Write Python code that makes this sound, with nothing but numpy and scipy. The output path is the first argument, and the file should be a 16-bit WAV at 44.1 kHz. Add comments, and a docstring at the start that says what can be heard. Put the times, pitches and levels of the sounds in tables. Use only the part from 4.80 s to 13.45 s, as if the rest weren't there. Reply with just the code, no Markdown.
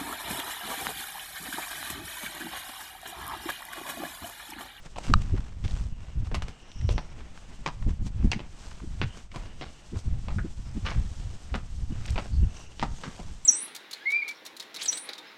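"""Hollow clops and gritty crunches: a horse walks over a grassy cobbled yard, led by someone carrying the
microphone. Each hoof or shoe clicks down on its edge and rolls onto its sole, crushing grit; stones and
stalks snap, and feet brush through the grass. Gusts rumble and puff on the microphone, and one knock
rings its housing. Behind it all are a weak yard echo, the hiss of open air and faint, far-off birds."""
import sys
import numpy as np
from scipy import signal
from scipy.fft import rfft, irfft, next_fast_len
from scipy.io import wavfile
from scipy.ndimage import uniform_filter1d

SR = 44100
rng = np.random.default_rng(int(sys.argv[2]) if len(sys.argv) > 2 else 0)


def pcm_store(signal):
    """Save signal as 16-bit PCM."""
    levels = np.round(np.clip(np.atleast_2d(signal), -1, 1) * 32767)
    wavfile.write(sys.argv[1], SR, levels.astype(np.int16).T)


N = 381465
TIME = np.arange(N) / SR

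# hooves and shoes landing on stone: start_s, edge_db, edge_hardness (0-1), roll_s, sole_db, crunch_t60_s,
# tilt_db_per_octave, ring_hz, ring_strength_db, clack_hz, clack_strength_db, lowpass_hz
FOOTFALLS = [(.16, -10.5, 0.16, 0.022, -9.5, 0.022, -2.0, 800, 15, 3000, 10, 14000),
             (.84, -15, 0.2, 0.0061, -12.5, 0.14, 0.5, 3270, 5, 3300, 2.5, 12000),
             (1.515, -12.5, 0.5, 0.0063, -31, 0.047, -4, 790, -3, 3020, -1, 12000),
             (1.545, 0.5, 0.52, .0045, -7, 0.12, 0.5, 810, 13.5, 2800, 8.5, 14000),
             (1.622, -6, 0.66, 0.059, -12, 0.15, 0.5, 1430, 3, 3120, 3.5, 14000),
             (2.091, -2.5, 0.9, 0.01, -10.5, 0.25, -2.5, 564, 11.5, 3870, 11, 8000),
             (2.18, 0.5, 0.66, 0.0046, -12, 0.1, 0, 860, 9.5, 1950, 0, 5270),
             (2.8616, 3, 0.54, 0.012, -2.5, 0.066, 0, 950, 12.5, 2250, 9, 6600),
             (2.887, -6, 0.9, 0.0045, -15.5, .06, 1, 980, 23, 2300, 5, 6000),
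             (3.517, -1, 0.62, 0.0054, -5.5, 0.12, 3, 910, 6.5, 2900, 13.5, 6940),
             (3.532, -11, 1, 0.0063, -32, 0.07, -2.5, 1000, -2, 2100, 22, 6500),
             (3.593, -12.5, 0.5, 0.01, -19.5, 0.14, -2.5, 900, 0.5, 2900, 9, 6000),
             (4.2154, 2.5, 0.73, 0.0097, -4, 0.096, 0, 1440, 6.5, 2770, 9.5, 4930),
             (4.542, -12, 0.1, 0.017, -5, 0.1, -1, 1010, 12, 2400, -3, 12000),
             (4.812, -5.5, 0.4, 0.0067, -5.5, 0.23, 0.1, 556, 5.5, 1950, 3, 4770),
             (5.155, -24, 0.7, 0.0038, -18.5, 0.073, -2.5, 2500, -7, 3000, 0, 14100),
             (5.484, -8.5, 0.46, 0.019, -11.5, 0.16, -1.5, 856, 14, 2600, 7.5, 7000),
             (5.585, -8.5, 0.5, 0.0039, -16.5, 0.083, -4, 1600, 27, 1970, 2, 5000),
             (6.05, -15, 0.3, 0.0053, -8, 0.2, 2, 1250, 16, 2800, 6, 6000),
             (6.065, -3.5, 0.46, 0.0038, -7, 0.14, 0.5, 1400, 10.5, 2830, 15, 6000),
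             (6.086, -6, 0.54, 0.0057, -4.5, 0.35, 0.5, 1400, 7, 2900, 7, 6000),
             (6.742, -2.5, 0.84, 0.0072, -2, 0.13, 0, 1150, 7.5, 2600, 6, 4600),
             (7.357, -9, 0, 0.0067, -13, .08, -2, 800, 4, 2500, 11, 5500),
             (7.379, -3.5, 0.25, 0.006, -2, 0.11, -0.5, 880, 7.5, 2700, 7, 4800),
             (7.996, -7.5, 0.77, 0.019, -13.5, 0.067, 1, 1300, 1.5, 3230, 8.5, 7050),
             (8.027, 4, 0.62, 0.0032, 1, 0.089, -2, 925, 15.5, 1900, 3.5, 8000),
             (8.236, -4, 0.4, 0.02, -9, 0.22, -0.1, 1430, 13.5, 2900, 3, 7000),
             (8.392, -17, 0.02, .006, -22, 0.085, -7, 730, 7, 3000, 9, 12000)]
# the body tone all footfalls share: frequency_hz, gain_db
FOOTFALL_EQ = [(30, -13.5), (150, 17), (430, 4), (1000, -0.5), (2300, -4), (5400, -10)]
# the microphone's fading top end, on footfalls and snaps: frequency_hz, gain_db
MIC_EQ = [(5400, 3.5), (7000, -1.5), (8400, -4.5), (9500, -10), (11000, -18), (12800, -18), (15000, -53)]
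# snaps and chinks of grit and stalks: start_s, level_db, pitch_hz
SNAPS = [(.241, -32, 1720), (.301, -31, 1080), (0.5748, -39, 1140), (0.88, -29.5, 3260), (0.91, -33, 3500),
         (1.549, -35, 8300), (1.917, -35.5, 3400), (2.0126, -37.5, 2100), (2.575, -34.5, 1400),
         (3.025, -37.5, 1200), (3.516, -17, 5500), (3.914, -37, 1160), (3.9997, -37.5, 1090),
         (4.5166, -36.5, 2330), (6.061, -33, 5450), (6.105, -33, 5500), (6.115, -24.5, 780),
         (6.755, -34, 8000), (7.255, -32, 2530), (7.262, -29.5, 9300), (7.279, -34, 3500),
         (7.284, -33, 1900), (7.298, -31.5, 2980), (7.304, -29.5, 9000), (7.458, -34.5, 690)]
# feet and clothing brushing over grass and grit: centre_s, length_s, rustle_db, swish_db
BRUSHES = [(0.063, 0.027, -46, -56), (0.185, 0.012, -54, -48), (0.262, 0.12, -43.5, -50.5),
           (0.424, 0.02, -52, -56), (0.51, 0.46, -51, -62), (0.58, 0.028, -51, -78),
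           (0.956, 0.23, -49.5, -55), (1.267, 0.17, -53, -65.5), (1.466, 0.037, -48, -58),
           (1.55, 0.015, -37, -54), (2.118, 0.035, -44, -47.5), (2.401, 0.078, -50.5, -85),
           (3.097, 0.04, -48, -58), (3.27, 0.034, -50.5, -52.5), (3.437, 0.13, -52.5, -86),
           (3.864, 0.23, -54, -57), (4.376, 0.067, -51.5, -58), (4.628, 0.15, -49.5, -63.5),
           (5.19, 0.045, -51, -51.5), (6.306, 0.87, -56, -60), (7.275, 0.28, -51, -60),
           (7.435, 0.13, -52, -59), (7.76, 0.13, -51, -61), (8.306, 0.64, -54, -57.5)]
# the midrange rustle of grass and leaves: frequency_hz, level_db
RUSTLE_SPECTRUM = [(150, 9), (500, 1), (800, 1), (1300, -2.5), (2300, -5), (2850, -6), (3500, -10.5),
                   (6000, -22.5), (12000, -55)]
# their bright swish: frequency_hz, level_db
SWISH_SPECTRUM = [(1500, -26), (3000, 7), (4300, 5), (6000, 7.5), (7200, 5.5), (8400, 4.5), (9300, -6),
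                  (10500, -10), (12500, -19.5), (14500, -21)]
# fine sand crackling under a brush: frequency_hz, level_db
SAND_SPECTRUM = [(1000, -0.5), (3000, 14), (8500, 8), (10000, -36), (13000, -18), (15000, -27)]
# coarser grit shifting underfoot: frequency_hz, level_db
GRIT_SPECTRUM = [(400, 1), (1100, 3), (2800, -11), (6000, -10), (9000, -32), (11000, -36)]
# the bed of wind on the microphone: time_s, level_db
WIND_BED = [(0, -47.5), (.8, -36), (1.3, -43.5), (1.88, -53), (2.3, -42.5), (2.8, -45.5), (3.2, -35),
            (3.8, -48), (4.12, -36.5), (4.44, -49), (4.8, -43.5), (5.0, -53.5), (5.6, -40), (6.1, -35.5),
            (6.6, -46.5), (7.1, -32), (7.92, -48), (8.25, -50), (8.64, -48)]
# gusts riding on that bed: crest_s, hold_s, level_db
GUSTS = [(0.318, 0.086, -21), (0.507, 0.082, -29), (0.842, 0.25, -33.5), (1.367, 0.26, -30),
         (2.005, 0.16, -31.5), (3.056, 0.028, -23), (3.216, 0.0057, -32.5), (3.403, 0.069, -25),
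         (4.218, 0.015, -34), (4.589, 0.014, -34), (5.158, 0.011, -34), (5.277, 0.061, -25),
         (5.44, 0.19, -32), (6.171, 0.029, -26), (6.368, 0.14, -36), (6.74, 0.029, -33.5),
         (7.29, 0.076, -36), (7.555, 0.088, -23.5), (8.045, 0.12, -34.5), (8.48, 0.0093, -33)]
# the rumble of large eddies: frequency_hz, level_db
RUMBLE_SPECTRUM = [(15, 1), (30, 1.5), (62, 0.5), (90, -2.5), (130, -7), (180, -29.5), (260, -40),
                   (500, -90)]
# the flutter of small eddies: frequency_hz, level_db
FLUTTER_SPECTRUM = [(70, -11), (120, -1), (170, 7.5), (250, -5), (350, -31), (500, -29), (800, -29),
                    (2000, -71)]
# single strong eddies striking the microphone: centre_s, level_db, pitch_hz
PUFFS = [(0.304, -26, 273), (0.546, -31, 300), (0.849, -38, 253), (2.057, -21.5, 94.6), (2.111, -23, 62),
         (3.078, -28.5, 272), (3.262, -31.5, 156), (3.452, -22.5, 191), (3.564, -30, 191),
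         (4.038, -37, 245), (4.234, -27, 91), (5.139, -33, 224), (5.582, -26.5, 134), (5.654, -30.5, 240),
         (5.97, -29.5, 188), (7.117, -31.5, 193), (7.325, -26, 72), (7.608, -19, 65.4), (8.278, -35.5, 180)]
# resonances of the microphone's housing: pitch_hz, level_db, t60_s
HOUSING_MODES = [(1230, -4, 0.013), (1704, -18, 0.0088), (2350, -25, 0.012), (2880, -14, 0.006),
                 (3850, -28, 0.023), (4400, -14.5, 0.0067), (5670, -12, 0.0026), (7750, -16.5, 0.0023)]
# the hiss of far grass and trees, with one brief dip midway: time_s, rustle_db, swish_db
BREEZE_BED = [(0.0, -57, -59.5), (.36, -67, -62), (.75, -68.5, -69), (1.15, -66.5, -66), (1.6, -58.5, -63),
              (2.9, -58, -59), (3.2, -61.5, -65), (3.6, -60, -60.5), (4.43, -57.5, -58), (4.49, -69, -71),
              (4.54, -59, -59), (8.65, -60.5, -58)]
# far birds twittering: centre_s, length_s, pitch_hz, level_db
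TWITTERS = [(1.245, 0.39, 2800, -65), (1.907, 0.89, 2900, -61.5), (2.071, 0.59, 5640, -57),
            (2.695, 0.27, 2920, -65), (4.319, 0.2, 3000, -60), (4.821, 0.72, 2840, -64),
            (5.885, 0.11, 5270, -62), (7.102, 0.21, 2900, -69), (7.561, 0.12, 4500, -59),
            (7.789, 0.23, 5940, -57), (7.796, 0.47, 2800, -59.5), (8.155, 0.12, 6500, -56)]


def footfalls(ripple_db, ripple_hz, size=16384):
    """A foot clicks on its edge, then crunches onto its sole; both sound a hollow ring and a clack."""
    out, t, hz = np.zeros(N), np.arange(size) / SR, bins_hz(size)
    ring_octaves, clack_octaves = 0.52, 0.26  # half widths
    octaves = np.log2(np.clip(hz, 400, 6000) / 1480)  # distance from the tilt's pivot
    low_cut_db = -10 * np.log10(1 + (346 / (hz + 20)) ** 4)  # the edge alone is too light to thud
    for (start_s, edge_db, hardness, roll_s, sole_db, crunch_t60_s, tilt,
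         ring_hz, ring_db, clack_hz, clack_db, lowpass_hz) in FOOTFALLS:
        eq = at_hz(FOOTFALL_EQ, hz) + at_hz(MIC_EQ, hz) + tilt * octaves
        eq -= 10 * np.log10(1 + (hz / lowpass_hz) ** 8)
        # the ring gathers nearby energy into one peak; a valley below makes the clop hollow
        skirt = bell(hz, ring_hz, 5 * ring_octaves)
        valley = bell(hz, ring_hz / 2 ** 0.91, ring_octaves)
        eq += ring_db * (bell(hz, ring_hz, ring_octaves) - 0.5 * skirt - 0.096 * valley)
        # ring and clack cancel in a notch between them
        notch_hz = ring_hz * (clack_hz / ring_hz) ** 0.59
        eq -= 0.61 * min(ring_db, clack_db) * bell(hz, notch_hz, 0.14)
        # every cobble adds weak, closely spaced resonances of its own
        eq += ripple_db * np.interp(hz / ripple_hz, np.arange(size), rng.uniform(-0.35, 1, size))
        edge_eq = eq + edge_db + low_cut_db + clack_db * bell(hz, clack_hz, clack_octaves)
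        # the sole is a touch brighter, and its clack sits lower under the weight
        loaded_clack_hz = clack_hz / 2 ** 0.43
        sole_eq = eq + sole_db + 0.32 * octaves + clack_db * bell(hz, loaded_clack_hz, clack_octaves)
        edge = contact(t, t60_s=0.085, hardness=hardness, grains_per_s=1800, spread_db=0.5, press_s=2e-5)
        sole = contact(t, crunch_t60_s, hardness=0.12, grains_per_s=1500, spread_db=1.5, press_s=2e-5)
        add(out, start_s, resonate(settle(edge, bounce=0.7), edge_eq))
        add(out, start_s + roll_s, resonate(settle(sole, bounce=0.47), sole_eq))
    return out


def contact(t, t60_s, hardness, grains_per_s, spread_db, press_s):
    """A first press, then a dying shower of crushed grains; hardness shifts the weight to the press."""
    sizes = rng.standard_normal(len(t)) * from_db(spread_db * np.minimum(rng.exponential(1, len(t)), 4))
    grains = level_out(sizes * (rng.random(len(t)) < grains_per_s / SR), span_s=0.038)
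    shower = unit_energy(grains * from_db(-60 * t / t60_s))
    press = t * np.exp(-t / press_s)
    share = min(hardness, 0.95)
    return np.sqrt(share) * press / press.sum() + np.sqrt(1 - share) * shower


def settle(push, bounce, max_lag_s=0.0005):
    """A foot never lands flat: it rocks into place, smearing the attack (an all-pass filter)."""
    lag = int(max_lag_s * rng.uniform(0.55, 1) * SR)
    feedback = np.zeros(lag + 1)
    feedback[0], feedback[-1] = 1, bounce
    return signal.lfilter(feedback[::-1], feedback, push + 1e-18)


def snaps(gain_db, slope_db_per_octave, size=4096):
    """Small stones and stalks give short clicks, loosely focused on a pitch."""
    out, t, hz = np.zeros(N), np.arange(size) / SR, bins_hz(size)
    for start_s, level_db, pitch_hz in SNAPS:
        eq = at_hz(MIC_EQ, hz) - slope_db_per_octave * np.abs(np.log2((hz + 50) / pitch_hz))
        crack = contact(t, t60_s=0.022, hardness=0.17, grains_per_s=2600, spread_db=6.0, press_s=1e-5)
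        click = resonate(crack, eq)
        add(out, start_s, from_db(level_db + gain_db) * click / np.abs(click).max())
    return out


def grass_brushes(grain_db, grain_hz, sand_db, grit_db):
    """Each brush swells and fades, grainy from stalks and sand catching and letting go."""
    rustle_level, swish_level = np.zeros(N), np.zeros(N)
    for centre_s, length_s, rustle_db, swish_db in BRUSHES:
        near = np.abs(TIME - centre_s) < 2 * length_s
        swell = np.exp(-(2 * (TIME[near] - centre_s) / length_s) ** 2)
        rustle_level[near] += from_db(rustle_db) * swell
        swish_level[near] += from_db(swish_db) * swell
    grain = unit_rms(from_db(grain_db * drift(grain_hz)))
    sand = from_db(sand_db) * swish_level * crackle(SAND_SPECTRUM, grains_per_s=300)
    grit = from_db(grit_db) * rustle_level * crackle(GRIT_SPECTRUM, grains_per_s=130)
    grass = rustle_level * noise(RUSTLE_SPECTRUM) + swish_level * noise(SWISH_SPECTRUM)
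    return grain * grass + sand + grit


def crackle(spectrum, grains_per_s, size=512):
    """Sparse clicks of sand or grit underfoot, rms 1."""
    click = resonate(signal.unit_impulse(size), at_hz(spectrum, bins_hz(size)))
    grains = rng.standard_normal(N) * (rng.random(N) < grains_per_s / SR)
    return unit_rms(signal.fftconvolve(grains, click)[:N])


def wind(rumble_gain_db, flutter_gain_db, burst_db, calm_db):
    """Large eddies rumble, deeper in the lulls; small ones break off in bursts on their crests."""
    level_db = gust_envelope(rise_db_per_s=294, fall_db_per_s=212) + 2.3 * drift(rate_hz=10.1)
    strength = np.clip((level_db - calm_db) / 20, 0, 1)
    eddies = noise(RUMBLE_SPECTRUM)
    deep = lowpass(eddies, cutoff_hz=24)
    rumble = level_out(strength * eddies + (1 - strength) * deep, span_s=0.0767)
    bursts = from_db(burst_db * np.minimum(np.abs(rumble), 2))
    flutter = unit_rms(level_out(noise(FLUTTER_SPECTRUM), span_s=0.057) * bursts)
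    return from_db(level_db) * (from_db(rumble_gain_db) * rumble + from_db(flutter_gain_db) * flutter)


def gust_envelope(rise_db_per_s, fall_db_per_s):
    """The wind's contour in dB: each gust rises, holds and falls away over the bed."""
    bed_db, = automation(WIND_BED)
    power = from_db(bed_db) ** 2
    for crest_s, hold_s, level_db in GUSTS:
        below_db = np.maximum(rise_db_per_s * (crest_s - TIME), fall_db_per_s * (TIME - crest_s - hold_s))
        power += from_db(level_db - np.clip(below_db, 0, 100)) ** 2
    return 10 * np.log10(power)


def wind_puffs(gain_db, cycles, width_octaves, size=8192):
    """An eddy crossing the microphone's port gives one soft, low puff of a few cycles."""
    out, t, hz = np.zeros(N), (np.arange(size) - size / 2) / SR, bins_hz(size)
    for centre_s, level_db, pitch_hz in PUFFS:
        swell = np.exp(-(t * pitch_hz / cycles) ** 2)
        band = np.exp(-(np.log2((hz + 1) / pitch_hz) / width_octaves) ** 2) * pitch_hz / (hz + pitch_hz)
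        puff = unit_energy(swell * irfft(rfft(rng.standard_normal(size)) * band))
        add(out, centre_s + t[0], from_db(level_db + gain_db) * puff * np.linalg.norm(swell))
    return out


def housing_knock(start_s, gain_db, attack_s, size=4096):
    """One hard tap sets the microphone's small case ringing for a few milliseconds."""
    out, t = np.zeros(N), np.arange(size) / SR
    ring = sum((-1) ** k * from_db(level_db - 60 * t / t60_s) * np.sin(2 * np.pi * pitch_hz * t)
               for k, (pitch_hz, level_db, t60_s) in enumerate(HOUSING_MODES))
    add(out, start_s, from_db(gain_db) * ring * (1 - np.exp(-t / attack_s)))
    return out


def yard_echo(send, gain_db, t60_s, build_s, damping_hz):
    """Weak, dull scatter from the barn wall and the fences."""
    t = TIME[:SR // 2]
    scatter = rng.standard_normal(len(t)) * from_db(-60 * t / t60_s) * (1 - np.exp(-t / build_s))
    tail = lowpass(unit_energy(scatter), damping_hz)
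    return from_db(gain_db) * signal.fftconvolve(send, tail)[:N]


def breeze(rustle_gain_db, swish_gain_db, waver_db, waver_hz):
    """Air in far grass and trees makes a softly wavering hiss."""
    rustle_db, swish_db = automation(BREEZE_BED)
    rustle = from_db(rustle_db + rustle_gain_db + waver_db * drift(waver_hz)) * noise(RUSTLE_SPECTRUM)
    swish = from_db(swish_db + swish_gain_db + waver_db * drift(waver_hz)) * noise(SWISH_SPECTRUM)
    return rustle + swish


def birds(flutter_db, flutter_hz, half_width_share):
    """Thin, quick twitters, smeared by distance into narrow, fluttering bands of noise."""
    out, flutter = np.zeros(N), unit_rms(from_db(flutter_db * drift(flutter_hz)))
    for centre_s, length_s, pitch_hz, level_db in TWITTERS:
        near = np.abs(TIME - centre_s) < length_s / 2
        edges_hz = [pitch_hz * (1 - half_width_share), pitch_hz * (1 + half_width_share)]
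        band = signal.butter(2, edges_hz, "band", fs=SR, output="sos")
        song = level_out(signal.sosfilt(band, rng.standard_normal(2 * SR)), span_s=0.016)
        swell = np.cos(np.pi * (TIME[near] - centre_s) / length_s)
        out[near] += from_db(level_db) * swell * song[:near.sum()]
    return out * flutter


def resonate(push, eq_db):
    """Causal (minimum-phase) response of a body with this spectrum to a push."""
    cepstrum = irfft(np.log(from_db(eq_db)))
    half = len(cepstrum) // 2
    cepstrum[1:half] *= 2
    cepstrum[half + 1:] = 0
    return irfft(rfft(push) * np.exp(rfft(cepstrum)))


def bell(hz, centre_hz, width_octaves):
    """The EQ shape of a resonance, 1 on top."""
    return 1 / (1 + (np.log2((hz + 1) / centre_hz) / width_octaves) ** 2)


def noise(spectrum):
    """Noise of a given colour, rms 1."""
    size = next_fast_len(N)
    colour = from_db(at_hz(spectrum, bins_hz(size)))
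    return unit_rms(irfft(rfft(rng.standard_normal(size)) * colour, size)[:N])


def drift(rate_hz):
    """A smooth random modulator, rms 1."""
    return unit_rms(lowpass(rng.standard_normal(N + SR), rate_hz, order=2)[SR:])


def lowpass(x, cutoff_hz, order=1):
    """Roll off the top gently."""
    return signal.sosfilt(signal.butter(order, cutoff_hz, fs=SR, output="sos"), x)


def level_out(x, span_s):
    """Hold the level steady over a span, leaving the faster lumps."""
    return x / np.sqrt(uniform_filter1d(x ** 2, int(span_s * SR)) + 1e-9)


def automation(rows):
    """Each level column of a timed table, drawn out to every sample."""
    time_s, *columns = np.transpose(rows)
    return [np.interp(TIME, time_s, column) for column in columns]


def at_hz(spectrum, hz):
    """A spectrum's dB values, read on a log-frequency axis."""
    frequency_hz, level_db = np.transpose(spectrum)
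    return np.interp(np.log(hz + 1), np.log(frequency_hz), level_db)


def bins_hz(size):
    """The frequencies of an FFT's bins."""
    return np.arange(size // 2 + 1) * SR / size


def add(out, start_s, sound):
    """Mix a sound in from a given moment."""
    i = max(round(start_s * SR), 0)
    out[i:i + len(sound)] += sound[:N - i]


def from_db(db):
    """Decibels to gain."""
    return 10 ** (np.asarray(db) / 20)


def unit_rms(x):
    """Scale to rms 1."""
    return x / np.sqrt(np.mean(x ** 2) + 1e-20)


def unit_energy(x):
    """Scale to the energy of one unit click."""
    return x / np.sqrt(np.sum(x ** 2) + 1e-20)


def scene():
    """The mono mix: feet up front, wind and a knock on the microphone, open air behind."""
    feet = footfalls(ripple_db=5.0, ripple_hz=111) + snaps(gain_db=0.5, slope_db_per_octave=11.0)
    knock = housing_knock(start_s=0.338, gain_db=4.0, attack_s=0.00057)
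    gusts = wind(rumble_gain_db=2.0, flutter_gain_db=-13.5, burst_db=7.5, calm_db=-47.0)
    puffs = wind_puffs(gain_db=-0.5, cycles=2.71, width_octaves=0.76)
    air = breeze(rustle_gain_db=3.5, swish_gain_db=-2.5, waver_db=1.8, waver_hz=13.0)
    twitters = birds(flutter_db=4.0, flutter_hz=35, half_width_share=0.059)
    brushes = grass_brushes(grain_db=3.5, grain_hz=250, sand_db=-7.5, grit_db=-9.5)
    # the knock is right at the microphone, so little of it comes back from the yard
    echo = yard_echo(feet + from_db(-14) * knock, gain_db=-17, t60_s=0.22, build_s=0.043, damping_hz=5060)
    return (feet + brushes + gusts + puffs + knock + echo + air + twitters)[None]


def record(dry):
    """A steep high cut at 14.6 kHz."""
    return signal.sosfilt(signal.ellip(10, 0.1, 80, 14600, fs=SR, output="sos"), dry)


dry = scene()
out = record(dry)
pcm_store(out)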